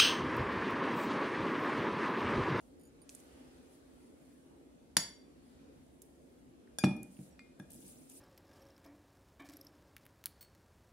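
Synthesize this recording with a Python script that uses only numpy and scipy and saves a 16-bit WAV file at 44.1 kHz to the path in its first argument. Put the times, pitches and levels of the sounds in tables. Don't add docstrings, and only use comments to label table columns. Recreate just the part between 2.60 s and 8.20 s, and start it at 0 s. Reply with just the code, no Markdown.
import sys
import numpy as np
from scipy import signal
from scipy.io import wavfile
from scipy.ndimage import uniform_filter1d

SR = 44100
rng = np.random.default_rng(int(sys.argv[2]) if len(sys.argv) > 2 else 0)


def dump(signal):
    limited = np.clip(np.atleast_2d(signal).T, -1, 1)
    pcm = np.round(limited * 32767).astype(np.int16)
    wavfile.write(sys.argv[1], SR, pcm)


def nominal_scale(level):
    x = np.asarray(level, float) / 20
    return 10 ** x


N = 246959

# frequency in Hz, level in dB per Hz.
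HUM_SPECTRUM = [(24, -38.5), (40, -4.5), (66, -7.5), (96, -22), (144, -12), (215, -15), (270, 0.5),
                (306, -17), (347, -7), (374, -16.5), (446, -13.5), (997, -29.5), (5780, -40.5),
                (10100, -39.5), (16200, -55.5)]
HUM_DB = -59
# time in seconds, hum swell in dB.
SWELL = [(0, -2.5), (.4, 1), (.75, 9), (1.1, 3.5), (1.6, 0.5), (2.601, -1.5), (3., 3.), (3.4, -2),
         (4.5, 1.), (5.6, 0.)]
# frequency in Hz, share of the swell.
SWELL_SHARE = [(60, 0.3), (300, 0.11), (1500, 0.79), (5000, 0.91), (12000, 0.14)]
# frequency in Hz, left-right likeness.
LIKENESS = [(60, 0.9), (130, 0.46), (290, 0.62), (640, -0.0064), (1410, -0.12), (3100, 0.058), (6820, -0.2),
            (15000, -0.098)]

# frequency in Hz, T60 in seconds, echo level in dB, left-right likeness.
ROOM = [(100, 0.28, -6, 1), (301.7, 0.7, -2.5, 0.97), (1010, 0.36, 0, .5), (2940, 0.4, -0.5, .1),
        (6000, 0.33, 0.5, .05), (10500, .3, -0.5, 0.044), (11300, .15, -28, .05), (12900, .15, -28, .05),
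        (13600, .28, -5, .05), (15000, .12, -20.5, .05)]
SHIFT_HZ = 6.5

# start in seconds, level in dB.
BOOMS = [
    (.6, -60),
    (2.375, -58),
    (4.25, -52),
]
BOOM_HZ, BOOM_RISE_S, BOOM_T60_S = 66, .04, .7

# frequency in Hz, level in dB.
LEAF_SPECTRUM = [(1500, -36.5), (2500, -13), (4300, -11.5), (6500, -6.5), (9600, 0.5), (11000, -3.5),
                 (13000, -10.5), (15600, -11.5), (16200, -22.5)]
# start in seconds, level in dB, T60 in seconds.
JOLTS = [(0., -73, 0.77), (.495, -62, 1.02), (3.42, -69, 0.58), (4.44, -71, .6), (5.104, -59.5, 1.2),
         (5.497, -58.5, 0.76)]
JOLT_RISE_S = 0.0071
# middle in seconds, level in dB, half length in seconds.
STROKES = [(.58, -68.5, .06), (0.905, -77, 0.46), (1.134, -72, 0.053), (1.4, -76, .12), (1.69, -76, 0.24),
           (2.15, -89, .2), (2.89, -77.5, 0.089), (3.273, -79.5, 0.19), (3.7, -79.5, .2),
           (4.541, -68, 0.039), (4.635, -66, 0.075), (5.057, -78, 0.045), (5.21, -65, .05),
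           (5.287, -58.5, 0.064), (5.394, -65.5, 0.16), (5.573, -59.5, 0.033)]
# start in seconds, peak level in dB, left-right difference in dB.
SNAPS = [(4.5246, -56, 5), (5.1054, -40.5, 11.5), (5.1084, -41, 1.0), (5.1186, -36, -2), (5.1325, -39, 1.5),
         (5.1384, -46, -1), (5.1446, -39, 5), (5.1516, -40.5, -1), (5.1597, -47, 12), (5.2053, -47, 13),
         (5.2674, -44, -8), (5.2804, -43, 10), (5.2978, -41, 4), (5.389, -51, 3), (5.499, -39.5, 6),
         (5.5187, -46, -4), (5.5546, -43, 2.0)]
SNAP_HZ, SNAP_SPREAD = 10000, .05
HISS_TOP_HZ, MIC_TOP_HZ = 15850, 16800

# start in seconds, peak level in dB,
# left-right difference in dB, centre in Hz, T60 in milliseconds.
HARD = [(0.493, -35, -2, 4800, 10), (2.3686, -23, -1.5, 3400, 6), (2.3676, -24, 0, 800, 9),
        (2.3681, -27, 0, 1600, 8.3), (3.4191, -43, -7, 9950, 30), (4.186, -41, -4, 700, 7),
        (4.1856, -28, -11, 5520, 6.1), (4.2393, -21.5, 3, 950, 3.1), (4.2424, -30, -8, 2300, 7),
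        (4.269, -46, 3, 2000, 6), (4.793, -52, 4, 4020, 8.1), (4.793, -45, -0.5, 1360, 5.3),
        (5.0003, -46, 0, 888, 8.9), (4.9992, -56, -14, 2785, 6)]
# start in seconds, peak level in dB,
# left-right difference in dB, centre in Hz, T60 in milliseconds.
LIGHT = [(4.431, -35, -8, 10200, 8), (.003, -58.5, -3, 4030, 16), (0.4928, -44, -3, 2730, 9.8),
         (0.4995, -45, -17, 7500, 6), (.5497, -39.5, -12.5, 8400, 18), (.602, -59, -12, 7600, 14),
         (2.3757, -23, -8.5, 3800, 10.4), (4.074, -61, -2.5, 1550, 20), (4.251, -34.5, -4, 4200, 6),
         (4.258, -40, 3, 7000, 6), (4.567, -61, 6, 2500, 40), (4.9945, -55, 4.5, 12000, 7.7)]
HARD_WIDTH, LIGHT_WIDTH = 0.97, .42
# start in seconds, peak level in dB,
# left-right difference in dB, centre in Hz.
KNOCKS = [(2.3679, -18, 2, 1650), (2.3680, -17, -2, 3600), (2.3795, -33, 0, 1400), (2.3797, -34, 0, 3400),
          (4.1857, -40, 0, 500), (4.2385, -25, 0, 2200), (4.2422, -25, 0, 1700), (4.591, -58, 0, 2000)]

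TABLE_HZ = [144, 189, 226, 298, 457, 586, 750]
# level in dB, T60 in seconds.
TABLE_MODES = [(-2, 0.13), (2.5, 0.11), (-3.5, 0.09), (-4, 0.11), (-15.5, .05), (-9.5, 0.045),
               (-15.5, 0.07)]
# time in seconds, level in dB, contact time in milliseconds.
THUDS = [(2.368, -33.5, 0.26), (4.185, -50.5, 0.59), (4.2383, -15, 0.54), (4.2425, -33, 2.9),
         (4.2692, -25, 1.5), (4.59, -38.5, 1.17), (4.70, -63, 3.1), (4.794, -63, 0.43), (4.9982, -40, 0.5),
         (5.024, -74, 1.5), (5.149, -50, 0.89), (5.24, -50.5, 1.4)]

RIM_HZ = [1647, 2125, 2440, 2837, 3470, 3520, 3625, 4645, 4680, 4890, 5480, 5580, 5733, 5865]
RIM_TOP_HZ = [6752, 7830, 7930, 9498, 10345, 13290, 13555, 13850, 14030]
TWIN_HZ = [3505, 4622, 4657, 5535, 5600, 6775, 7923, 10380, 13300, 13570, 14010, 4700, 5565, 5640, 7890,
           13520]
EDGE_HZ = [1622, 2445, 3480, 4738, 4900, 5575, 6750, 7903, 9502, 10370, 13217, 14023]
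FOOT_HZ = [1209, 1620, 2131, 3424, 3480, 4670, 5570, 6750, 7850, 9515, 10385, 13240]
HELD_HZ = [4702, 6840, 9520, 9630, 13240]
SIDE_HZ = [2123, 2444, 3490, 4740, 6750, 7910]
BOWL_HZ = [1645, 2440, 3491, 5636, 6750, 9560]
LIP_HZ = [5600, 7910]
ROCK_HZ = [5570, 6750, 9510, 10380, 13230]
TICK_HZ = [4702, 6826, 9504, 13207]
# level in dB, left-right difference in dB,
# sign of the lobe facing right, T60 in seconds.
RIM = [(-35, 6.5, 1, 0.025), (-52, 7, 1, 0.47), (-54, -7.5, 1, .1), (-51, 4.5, 1, .08), (-30, -8, -1, 0.03),
       (-43.5, 6.5, -1, 0.11), (-37.5, 0, 1, 0.061), (-23, 7.5, -1, 0.035), (-35.5, 6, -1, 0.15),
       (-36, -4.5, 1, 0.1), (-33, 1.5, 1, 0.043), (-23, 3, 1, 0.025), (-31, -5, 1, 0.049),
       (-39.5, -7.5, 1, .08)]
RIM_TOP = [(-28, 16.5, -1, 0.046), (-38.5, -8, -1, .12), (-30, -6.5, 1, 0.018), (-29.5, 11.5, 1, 0.041),
           (-14.5, -1.5, 1, 0.016), (-41.5, 10, 1, 0.046), (-32, 18, -1, 0.021), (-45.5, 6.5, 1, .08),
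           (-41, -1, -1, 0.053)]
TWIN = [(-55, 4.5, 1, 0.55), (-48, -1, 1, 0.26), (-42.5, 1, 1, 0.48), (-46, 5.5, 1, 0.24),
        (-51, 1, 1, 0.48), (-48, 6, 1, 0.22), (-51, 7.5, 1, 0.33), (-50.5, 5, 1, 0.28), (-62, 8, 1, .25),
        (-56, 8, 1, .27), (-62, 6, 1, .22), (-54, 3, 1, .4), (-54, -2, 1, .5), (-55, 3, 1, .45),
        (-55, 0, 1, .35), (-60, 8, 1, .25)]
EDGE = [(-41, 12, 1, 0.056), (-55, 6, 1, 0.23), (-36.5, 12, -1, 0.031), (-46.5, 7, -1, 0.3),
        (-45, 2, 1, 0.07), (-33, 1, 1, 0.023), (-40.5, 18, 1, 0.034), (-59, -8, 1, 0.07),
        (-31, 6.5, 1, 0.033), (-35, -2, -1, 0.017), (-44.5, 15, 1, .04), (-55, -3, -1, .06)]
FOOT = [(-44.5, 0, 1, 0.036), (-40, -1, 1, 0.061), (-70, -11, 1, 0.19), (-57, 19, 1, 0.27),
        (-49.5, -13, 1, 0.22), (-50, 5, 1, .12), (-30, 0, 1, 0.022), (-48, 8, 1, 0.056),
        (-42.5, 9, 1, 0.028), (-43, 12, -1, .05), (-41, 12, -1, 0.043), (-53, 15, 1, .04)]
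HELD = [(-69.5, -1, 1, 0.087), (-66, 2, 1, 0.12), (-60, -12, 1, 0.057), (-65, 13, 1, 0.021),
        (-63, -15, 1, 0.036)]
SIDE = [(-57, 3, 1, .35), (-51, -4, 1, 0.09), (-64, 14, 1, 0.034), (-66, 7, -1, 0.22), (-69, 6, 1, .06),
        (-65.5, -2.5, 1, 0.1)]
BOWL = [(-50, 2, 1, 0.071), (-72, 2, 1, 0.5), (-65.5, 14, -1, 0.067), (-66, 11, -1, 0.045),
        (-68, 8, 1, .04), (-63.5, -5, 1, 0.065)]
LIP = [(-66.5, 0.0015, 1, .05), (-71, 0, 1, .06)]
ROCK = [(-49, 7, 1, 0.032), (-56, 4, 1, .04), (-44.5, 11, 1, 0.033), (-55, 10, 1, 0.083),
        (-55, 20, 1, 0.037)]
TICK = [(-66, 3, 1, 0.043), (-77, -5, 1, .08), (-58, -12, 1, 0.084), (-72, -14, 1, .04)]
PLACES = dict(
    rim=(RIM_HZ + RIM_TOP_HZ + TWIN_HZ, RIM + RIM_TOP + TWIN),
    edge=(EDGE_HZ, EDGE), foot=(FOOT_HZ, FOOT), held=(HELD_HZ, HELD), side=(SIDE_HZ, SIDE),
    bowl=(BOWL_HZ, BOWL), lip=(LIP_HZ, LIP), rock=(ROCK_HZ, ROCK), tick=(TICK_HZ, TICK),
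    hum=([4740], [(-74.0, 0, 1, 1.3)]),
    wobble=([2441], [(-44, 1, 1, 0.5)]),
    note=([2441], [(-41, 1, 1, .52)]))
# start in seconds, strength in dB, place struck.
BLOWS = [(.196, -9, "held"), (.211, -7, "held"), (0.234, -6, "held"), (0.2521, -6, "held"),
         (.272, -10, "held"), (0.417, -0.5, "tick"), (2.368, 0, "rim"), (3.5, -14, "hum"),
         (4.1861, -1, "edge"), (4.1921, 1, "wobble"), (4.206, -21.5, "edge"), (4.2425, -1, "foot"),
         (4.2425, -1, "note"), (4.258, -15, "foot"), (4.365, -13.5, "rock"), (4.569, -8, "tick"),
         (4.707, -8, "lip"), (4.7257, -0.5, "lip"), (4.793, -5, "side"), (4.793, -24, "note"),
         (4.998, 0.5, "bowl"), (5.021, -27.5, "rock")]
GRIP_S, GRIP_T60_S = 4.45, 0.3
BLOW_RISE_S, WOBBLE_RISE_S = .0003, .025
NOTE_SENT_DB = -10
FLUTTER_DB, FLUTTER_MIN_HZ, FLUTTER_MAX_HZ, FLUTTER_ONSET_S = 2.5, 10, 70, .03


def evened(x):
    return x / np.sqrt(np.mean(x ** 2) + 1e-20)


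def read(points, hz):
    f, value = np.transpose(points)
    return np.interp(np.log(hz + 1), np.log(f + 1), value)


def add(mix, s, sound):
    part = mix[:, round(s * SR):][:, :sound.shape[-1]]
    part += sound[..., :part.shape[1]]


def lean(db):
    return nominal_scale(np.array([[db / 2], [-db / 2]]))


def noise(level_db, patchy_db, size):
    hop = size // 4
    frames, hz = N // hop + 5, np.fft.rfftfreq(size, 1 / SR)[:, None]
    a, b, c, d, patches = rng.standard_normal((frames, len(hz), 5)).T
    patches = uniform_filter1d(patches, size=8, axis=0)
    patches = evened(uniform_filter1d(patches, size=10, axis=1))
    same = np.clip(read(LIKENESS, hz), -1, 1)
    left = a + 1j * b
    right = same * left + np.sqrt(1 - same ** 2) * (c + 1j * d)
    gain = nominal_scale(level_db(hz, np.arange(frames) * hop / SR) + patchy_db * patches)
    ports = np.array([left, right]) * gain
    return evened(signal.istft(ports, nperseg=size, noverlap=size - hop)[1][:, :N])


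def burst(db, lean_db, hz, width_hz, t60_ms, draw):
    t = np.arange(draw.shape[1]) / SR
    puff = (draw[:2] * 0.65 + draw[2]) * nominal_scale(-60 * t / (t60_ms / 1000))
    puff = puff + 2.8 * (t == 0)
    r = np.exp(-np.pi * width_hz / SR)
    angle = 2 * np.pi * min(hz, SR / 2.2) / SR
    for _ in range(2):
        puff = signal.lfilter([1, 0, -1], [1, -2 * r * np.cos(angle), r * r], puff)
    return nominal_scale(db) * lean(lean_db) * puff / abs(puff).max()


def hum():
    s, swell_db = np.transpose(SWELL)

    def level_db(hz, t):
        return read(HUM_SPECTRUM, hz) + read(SWELL_SHARE, hz) * np.interp(t, s, swell_db)

    return nominal_scale(HUM_DB) * noise(level_db, patchy_db=1.6, size=2048)


def tail():
    taps = np.zeros((2, SR // 2))
    starts = np.arange(300, SR // 2 - 20, 20)
    at = starts + rng.integers(0, 20, (2, len(starts)))
    np.put_along_axis(taps, at, rng.choice([-1., 1.], at.shape), 1)
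    hz, t, z = signal.stft(taps, SR, nperseg=256)
    corner_hz, *columns = np.transpose(ROOM)
    t60, back_db, same = (read(np.c_[corner_hz, c], hz)[:, None] for c in columns)
    same = np.clip(same, -1, 1)
    z = np.array([z[0], same * z[0] + np.sqrt(1 - same ** 2) * z[1]])
    echoes = signal.istft(z * nominal_scale(back_db - 60 * t / t60), SR, nperseg=256)[1]
    return echoes / np.linalg.norm(echoes[0])


def room(x, tails):
    everywhere = x.mean(0) + .5 * (x[0] - x[1])
    turn = 2 * np.pi * SHIFT_HZ * np.arange(N) / SR
    out = np.zeros((2, N))
    for share, echoes in zip((np.cos(turn), np.sin(turn)), tails):
        out += signal.fftconvolve((everywhere * share)[None], echoes, axes=1)[:, :N]
    return out


def booms():
    t, out = np.arange(SR // 2) / SR, np.zeros((2, N))
    swing = (1 - np.exp(-t / BOOM_RISE_S)) * np.sin(2 * np.pi * BOOM_HZ * t)
    for s, db in BOOMS:
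        add(out, s, nominal_scale(db - 60 * t / BOOM_T60_S) * swing)
    return out


def stirring():
    t, power = np.arange(N) / SR, np.zeros(N)
    for s, db, t60 in JOLTS:
        rise = np.clip((t - s) / JOLT_RISE_S + 1, 0, 1)
        power += (nominal_scale(db - 60 * np.maximum(t - s, 0) / t60) * rise) ** 2
    for s, db, half_s in STROKES:
        power += nominal_scale(db) ** 2 * np.exp(-2 * ((t - s) / half_s) ** 2)
    return np.sqrt(power)


def leaves():
    slips = (rng.random(N) < 300 / SR) * nominal_scale(2.2 * np.minimum(rng.exponential(1, N), 4))
    grain = 1.6 + 0.22 * signal.lfilter([1], [1, -np.exp(-1 / (0.00058 * SR))], slips)
    hiss = noise(lambda hz, _: read(LEAF_SPECTRUM, hz), patchy_db=2.5, size=256)
    return stirring() * evened(hiss * grain)


def snaps():
    out = np.zeros((2, N))
    for s, db, lean_db in SNAPS:
        hz = SNAP_HZ * (1 + SNAP_SPREAD * rng.standard_normal())
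        add(out, s, burst(db - 3.5, lean_db, hz, 5000, 6.7, rng.standard_normal((3, 900))))
    return out


def cracks():
    out = np.zeros((2, N))
    for rows, width in ((HARD, HARD_WIDTH), (LIGHT, LIGHT_WIDTH)):
        for s, db, lean_db, hz, t60_ms in rows:
            add(out, s, burst(db, lean_db, hz, width * hz, t60_ms, rng.standard_normal((3, 900))))
    for s, db, lean_db, hz in KNOCKS:
        add(out, s, burst(db, lean_db, hz, HARD_WIDTH * hz, 1, np.zeros((3, 900))))
    return out


def table():
    t, out = np.arange(SR // 2) / SR, np.zeros((2, N))
    board = np.zeros(len(t))
    for hz, (db, t60) in zip(TABLE_HZ, TABLE_MODES):
        board -= nominal_scale(db - 60 * t / t60) * np.cos(2 * np.pi * hz * t - .3)
    board *= 1 - 0.81 * np.exp(-t / 0.0034)
    no_bass = signal.butter(2, 115., "highpass", fs=SR, output="sos")
    board = signal.sosfilt(no_bass, board)
    for s, db, contact_ms in THUDS:
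        contact_s = contact_ms / 1000
        push = np.exp(-.5 * ((t[:400] - contact_s) / (contact_s / 4)) ** 2)
        add(out, s - contact_s, nominal_scale(db) * np.convolve(board, push / push.sum()))
    return out


def flutter(t):
    pick, phase = rng.random((2, 5, 1))
    hz = FLUTTER_MIN_HZ * (FLUTTER_MAX_HZ / FLUTTER_MIN_HZ) ** pick
    waver = evened(np.sin(2 * np.pi * (hz * t + phase)).sum(0))
    return waver * np.minimum(t / FLUTTER_ONSET_S, 1)


def dish():
    t, out, sent = np.arange(SR // 2) / SR, np.zeros((2, N)), np.zeros((2, N))
    for s, blow_db, place in BLOWS:
        contact = 1 - np.exp(-t / (WOBBLE_RISE_S if place == "wobble" else BLOW_RISE_S))
        grip = nominal_scale(-60 * np.maximum(s + t - GRIP_S, 0) / GRIP_T60_S * (s < GRIP_S))
        sent_db = NOTE_SENT_DB if place in ("wobble", "note") else 0
        for hz, (db, lean_db, sign, t60) in zip(*PLACES[place]):
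            waver_db = FLUTTER_DB * min(hz / 4600, 1) * flutter(t)
            level = nominal_scale(blow_db + db - 60 * t / t60 + waver_db)
            ring = level * np.sin(2 * np.pi * hz * t) * contact * grip
            ring = lean(lean_db) * [[1], [np.sign(sign)]] * ring
            add(out, s, ring)
            add(sent, s, ring * nominal_scale(sent_db))
    return out, sent


def scene():
    wood, clicks, snapping = table(), cracks(), snaps()
    hiss_limit = signal.firwin(511, HISS_TOP_HZ, window=("kaiser", 9), fs=SR)
    steady = signal.oaconvolve(snapping + leaves() + hum(), hiss_limit[None], "same")
    tails = tail(), tail()
    glass, sent = dish()
    wet = nominal_scale(-13) * sent + nominal_scale(-9.5) * wood + nominal_scale(-13.5) * (clicks + snapping)
    return glass + wood + clicks + room(wet, tails) + booms() + steady


def band_limit(x):
    return signal.sosfilt(signal.butter(12, 16820, fs=SR, output="sos"), x)


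def record(dry):
    low_cut = signal.butter(4, 62., "highpass", fs=SR, output="sos")
    mix = signal.sosfilt(low_cut, dry)
    mix = signal.oaconvolve(mix, signal.firwin(255, MIC_TOP_HZ, fs=SR)[None], "same")
    return band_limit(mix)


dry = scene()
out = record(dry)
dump(out)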